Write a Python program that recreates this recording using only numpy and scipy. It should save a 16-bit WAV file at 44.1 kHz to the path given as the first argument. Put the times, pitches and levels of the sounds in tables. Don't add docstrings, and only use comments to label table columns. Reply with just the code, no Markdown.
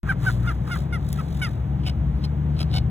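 import sys
import numpy as np
from scipy import signal
from scipy.fft import rfft, irfft, next_fast_len
from scipy.io import wavfile
from scipy.ndimage import map_coordinates

SR = 44100
rng = np.random.default_rng(int(sys.argv[2]) if len(sys.argv) > 2 else 0)


def put_to_file(sound):
    columns = np.atleast_2d(sound).T
    safe = np.clip(columns, -1, 1)
    whole_steps = np.round(safe * 32767)
    wavfile.write(sys.argv[1], SR, whole_steps.astype(np.int16))


N = 127890

# start_s, length_s, starting pitch_hz, fall (share of pitch), starting level_db,
# third_harmonic_db, upper_harmonics_db, rasp_db
CLUCKS = [(0.091, 0.033, 787.6, 0.22, -20, -20.5, -20.5, -31),
          (0.264, 0.038, 768.6, 0.197, -19.5, -27, -21.5, -31),
          (0.473, .041, 711, 0.198, -26.5, -14, -16, -32.5),
          (.675, 0.0068, 637.4, .1, -38.5, -22, -8.5, -55), (.71, 0.054, 722, 0.171, -29, -9, -10, -33.5),
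          (0.925, 0.052, 715, 0.184, -32, -3.5, -9, -47), (1.186, .025, 659, 0.23, -34, -16, -13, -40.5),
          (1.416, 0.068, 751.6, 0.25, -28.5, -2, -2.5, -41)]
CLUCK_ATTACK_S, CLUCK_RELEASE_S, CLUCK_FADE_DB_PER_S = .0049, 0.0024, 231
SAG_POWER, SAG_S, UPPER_FADE_DB, TAIL_FRAY = 3.2, .04, 6, 3
FUNDAMENTAL_DB = -17
BREATH_DB = -11
CLUCK_JITTER, CLUCK_SHIMMER_DB, CLUCK_SMEAR = .003, 1.0, .075
# frequency_hz, level_db
UPPER = [(2900, -2.5), (3600, -7), (4300, -18), (5000, -6.5), (7000, -28.5), (9000, -18), (10100, -14.5),
         (15000, -38.5)]
# frequency_hz, level_db
RASP = [(400, -37), (750, -17.5), (1300, -7), (1650, -13), (1950, -19.5), (4500, -37.5), (15000, -45)]
RASP_LEAD_S, RASP_LEAD_DB, RASP_TAIL_S, RASP_UNDER_DB = 0.026, -2.5, 0.0089, -22
THROAT_HZ, THROAT_DB, THROAT_S = 1592, -0.5, 0.0029

# middle_s, pitch_hz, bill_resonance_hz, bill_boost_db, low_body_db,
# noise_share (0 to 1)
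SQUAWKS = [(1.88, 737.6, 2800, 5, -0.5, 0.2), (2.23, 1058, 4200, 6.5, 2, 0.2),
           (2.61, 653, 3800, 2, 2.5, 0.2), (2.75, 736, 3900, 8, 5.5, 0.23)]
# frequency_hz, level_db
HARSH = [(700, 1), (1450, -6), (1800, -23.5), (2200, -6.5), (3000, 0.5), (3600, -7), (4300, -0.5),
         (5300, -3), (6100, -21), (7100, -20), (9000, -14), (11500, -22), (15000, -26.5)]
# start_s, length_s, level_db
BURSTS = [(1.862, .027, -33), (1.893, .0096, -35), (2.238, 0.019, -37.5), (2.59, .006, -32.5),
          (2.601, .011, -30.5), (2.612, 0.0093, -31), (2.626, 0.0087, -33), (2.713, .005, -37),
          (2.732, 0.0055, -39), (2.737, 0.0098, -30.5), (2.748, .01, -30.5), (2.758, .02, -29),
          (2.78, .0096, -29.5)]
SQUAWK_SPAN_S = .06
SQUAWK_EDGE_S, BILL_WIDTH_HZ, BODY_HZ, SQUAWK_JITTER = 0.0037, 600, 1100, .01
SQUAWK_HISS_DB, SQUAWK_HISS_LEAD_S, SQUAWK_HISS_TAIL_S = -11.5, 0.027, 0.0089

# start_s, level_db
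SNAPS = [(1.0893, -33), (1.1288, -24)]
# frequency_hz, level_db
SNAP_COLOUR = [(800, -12), (4500, -1), (12700, 1), (15000, -7)]
SNAP_DECAY_S, SNAP_TAIL_DB, SNAP_TAIL_S = .001, -20, .008

# peak_s, rise_s, fall_s, level_db before pulsing, average pulses_per_s
RATTLES = [(0.284, 0.067, 0.064, -47.5, 104), (.47, 0.095, 0.1, -59, 32), (0.757, 0.084, 0.071, -51.5, 60),
           (1.16, 0.14, 0.08, -56, 55), (1.39, 0.12, 0.15, -55.5, 45)]
# frequency_hz, level_db
RATTLE_COLOUR = [(2000, -6.5), (3750, 9), (5000, 1.5), (8500, -1), (15000, -6)]
# time_s, pitch_hz, level_db
WHISTLE = [(2.15, 3900, -59), (2.174, 5150, -63), (2.2, 6250, -76), (2.226, 6500, -75), (2.238, 2600, -47)]

# time_s, firing_rate_hz, level_db
ENGINE = [(0, 56.75, -47), (.32, 59.19, -29.5), (.76, 66.52, -30), (1.06, 71.67, -29), (1.45, 69.08, -30),
          (2.14, 72.41, -27), (2.9, 76.7, -27)]
# multiple (of the firing rate), level_db
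ENGINE_ORDERS = [(1, -0.5), (2, -2.5), (3, -16), (4, -23.5)]
# time_s, cycle_rate_hz, level_db
DRONE = [(0, 19.6, -30), (1.1, 20.66, -34), (2.1, 19.9, -33.5), (2.9, 20.2, -30.5)]
# multiple (of the cycle rate), level_db
DRONE_ORDERS = [(3, -3), (5, -7), (6, -3), (7, -8.5), (8, -5.5), (9, -9.5)]
# frequency_hz, level_db
RUMBLE = [(35, -25), (50, 0.5), (85, -3.5), (112, 2), (165, -2), (215, -4.5), (250, -16.5), (295, -10),
          (380, -19), (1500, -59.5)]
# frequency_hz, level_db
AIR = [(780, 5), (1300, -5.5), (4000, -21.5), (6000, -31), (15000, -51.5)]
RUMBLE_DB, AIR_DB = -32, -42.5
ECHO_DB, ECHO_T60_S = -26, .2

# frequency_hz, left_lead_radians
STEREO_PHASE = [(0, 0), (250, -.3), (550, -1.5), (1000, -1.7), (2600, 1.6), (3400, .5), (4500, 2.9),
                (5600, 4.2), (6300, 6.28), (7550, 6.28), (8500, 9.2), (11500, 12.7), (14600, 18.8)]
# frequency_hz, left_over_right_db
STEREO_BALANCE = [(50, 2), (330, 6), (650, -0.2), (1550, -1.5), (2000, -5.5), (3500, 0.5)]
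TOP_HZ = 15950


def amp(db):
    return 10 ** (np.asarray(db) / 20)


def unit(x):
    return x / np.sqrt(np.mean(x ** 2) + 1e-20)


def along(points, hz):
    f, v = np.transpose(points)
    return np.interp(np.log(hz + 1), np.log(f + 1), v)


def clock():
    return np.arange(N) / SR


def curves(rows):
    s, *cols = np.transpose(rows)
    return [np.interp(clock(), s, c) for c in cols]


def wobble(rate):
    points = rng.standard_normal(int(N * rate / SR) + 4)
    return map_coordinates(points, [np.arange(N) * rate / SR])


def filtered(x, response):
    m = next_fast_len(N + SR // 2)
    spectrum = rfft(x, m) * response(np.fft.rfftfreq(m, 1 / SR))
    return irfft(spectrum, m)[..., :N]


def noise(colour):
    return unit(filtered(rng.standard_normal(N), lambda hz: amp(along(colour, hz))))


def gate(t, length, attack, release):
    ramp = np.clip(np.minimum(t / attack, (length - t) / release), 0, 1)
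    return np.sin(np.pi / 2 * ramp) ** 2


def clucks(flutter_db=3):
    out, rasp, now = np.zeros(N), np.zeros(N), clock()
    waver, shake, breath = wobble(700), wobble(300), noise(UPPER)
    flutter = [wobble(90.16) for k in range(20)]
    blur = [wobble(500) for k in range(20)]
    for start, length, hz, fall, db, third_db, upper_db, rasp_db in CLUCKS:
        on = (now >= start - CLUCK_ATTACK_S / 2) & (now < start + length)
        t = now[on] - start
        u = np.clip(t / length, 0, 1)
        sag = u ** (SAG_POWER * SAG_S / length)
        jitter = CLUCK_JITTER * (1 + TAIL_FRAY * sag) * waver[on]
        pitch = hz * (1 - fall * sag) * (1 + jitter)
        phase = 2 * np.pi * np.cumsum(pitch) / SR
        effort = np.abs(np.sin(np.pi * u)) ** .5

        first = amp(FUNDAMENTAL_DB) * np.sin(phase)
        second = np.sin(2 * phase)
        third = amp(third_db + CLUCK_SHIMMER_DB * flutter[3][on]) * np.sin(3 * phase)
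        voice = (1 + effort) / 2 * (first + second + third)
        for k in range(4, 20):
            level_db = upper_db + along(UPPER, k * pitch) - UPPER_FADE_DB * sag + flutter_db * flutter[k][on]
            smeared = k * (phase + CLUCK_SMEAR * blur[k][on]) + rng.uniform(0, 2 * np.pi)
            voice += effort * amp(level_db) * np.sin(smeared)
        voice += effort * amp(upper_db + BREATH_DB) * breath[on]

        half = CLUCK_ATTACK_S / 2
        shape = gate(t + half, length + half, CLUCK_ATTACK_S, CLUCK_RELEASE_S)
        fading_db = db - CLUCK_FADE_DB_PER_S * length * sag + CLUCK_SHIMMER_DB * shake[on]
        out[on] += np.sqrt(2) * voice * shape * amp(fading_db)

        after = now - start - length
        ring = np.exp(-(after / THROAT_S) ** 2) * np.sin(2 * np.pi * THROAT_HZ * after)
        out += amp(rasp_db + THROAT_DB) * ring
        lead = amp(RASP_LEAD_DB) * np.exp(-np.abs(now - start) / RASP_LEAD_S)
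        lead *= np.where(now > start, amp(RASP_UNDER_DB), 1)
        rasp += amp(rasp_db) * (lead + np.exp(-np.abs(after) / RASP_TAIL_S))
    return out + rasp * noise(RASP)


def squawk(middle, hz, bill_hz, bill_db, body_db, noise_share, arch=0.034):
    out, around, now = np.zeros(N), np.zeros(N), clock()

    def colour(f):
        bill = bill_db * np.exp(-((f - bill_hz) / BILL_WIDTH_HZ) ** 2)
        body = body_db * np.exp(-(f / BODY_HZ) ** 2)
        return amp(along(HARSH, f) + bill + body)

    waver, hiss = wobble(900), unit(filtered(rng.standard_normal(N), colour))
    for start, length, db in BURSTS:
        if abs(start - middle) >= SQUAWK_SPAN_S:
            continue
        on = (now >= start) & (now < start + length)
        t = now[on] - start
        bend = arch * (np.sin(np.pi * t / length) - 2 / np.pi)
        pitch = hz * (1 + bend + SQUAWK_JITTER * waver[on])
        phase = 2 * np.pi * np.cumsum(pitch) / SR
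        voice = np.zeros(len(t))
        for k in range(1, int(TOP_HZ / hz) + 1):
            voice += colour(k * hz) * np.sin(k * phase + rng.uniform(0, 2 * np.pi))
        breathy = unit(hiss[on] * (1 + np.cos(phase) / 2))
        mix = np.sqrt(1 - noise_share) * unit(voice) + np.sqrt(noise_share) * breathy
        out[on] += amp(db) * gate(t, length, SQUAWK_EDGE_S, SQUAWK_EDGE_S) * mix

        before = (start - now) / SQUAWK_HISS_LEAD_S
        after = (now - start - length) / SQUAWK_HISS_TAIL_S
        away = np.maximum(np.maximum(before, after), 0)
        around = np.maximum(around, amp(db + SQUAWK_HISS_DB) * np.exp(-away))
    return out + around * amp(3 * wobble(270)) * hiss


def snaps():
    shape = np.zeros(N)
    for s, db in SNAPS:
        t = np.abs(clock() - s)
        crack = np.exp(-t / SNAP_DECAY_S)
        rustle = amp(SNAP_TAIL_DB) * np.exp(-t / SNAP_TAIL_S)
        shape += amp(db) * (clock() >= s) * (crack + rustle)
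    return shape * noise(SNAP_COLOUR)


def rattle(depth_db=5, uneven=0.049):
    shape, drift = np.zeros(N), 1 + uneven * wobble(25)
    for s, rise, fall, db, rate in RATTLES:
        t = clock() - s
        beat = np.cos(2 * np.pi * rate * np.cumsum(drift) / SR)
        swell = np.exp(-(t / np.where(t < 0, rise, fall)) ** 2)
        shape += amp(db + depth_db * (beat + 0.5)) * swell
    return shape * noise(RATTLE_COLOUR)


def whistle(octave_db=-73):
    hz, db = curves(WHISTLE)
    phase = 2 * np.pi * np.cumsum(hz * (1 + .012 * wobble(1200))) / SR
    start, end = WHISTLE[0][0], WHISTLE[-1][0]
    shape = gate(clock() - start, end - start, 0.0046, 0.0035)
    main = amp(4 * wobble(170)) * np.sin(phase)
    octave = amp(4 * wobble(170)) * np.sin(2 * phase)
    return shape * (amp(db) * main + amp(octave_db) * octave)


def engine(run, orders, waver_db):
    hz, db = curves(run)
    phase = 2 * np.pi * np.cumsum(hz) / SR
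    out = np.zeros(N)
    for k, level in orders:
        gain = amp(db + level + waver_db * wobble(5.058))
        out += gain * np.sin(round(k) * phase + rng.uniform(0, 2 * np.pi))
    return np.sqrt(2) * out


def banks(x):
    t = np.arange(SR // 2) / SR
    tail = rng.standard_normal(len(t)) * amp(-60 * t / ECHO_T60_S)
    return signal.fftconvolve(x, tail / np.linalg.norm(tail))[:N]


def scene():
    birds = clucks() + sum(squawk(*row) for row in SQUAWKS)
    echo = amp(ECHO_DB) * banks(birds)
    small_sounds = snaps() + rattle() + whistle()
    engines = engine(ENGINE, ENGINE_ORDERS, waver_db=0.45) + engine(DRONE, DRONE_ORDERS, waver_db=4.5)
    background = amp(RUMBLE_DB) * noise(RUMBLE) + amp(AIR_DB) * noise(AIR)
    mono = birds + echo + small_sounds + engines + background
    return np.array([mono, mono])


def record(dry):
    start_s = .032
    side = np.array([[.5], [-.5]])

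    def image(hz):
        balance = amp(side * along(STEREO_BALANCE, hz))
        turn = np.exp(1j * side * np.interp(hz, *np.transpose(STEREO_PHASE)))
        return balance * turn * (hz < TOP_HZ)

    return filtered(dry * (clock() > start_s), image)


dry = scene()
out = record(dry)
put_to_file(out)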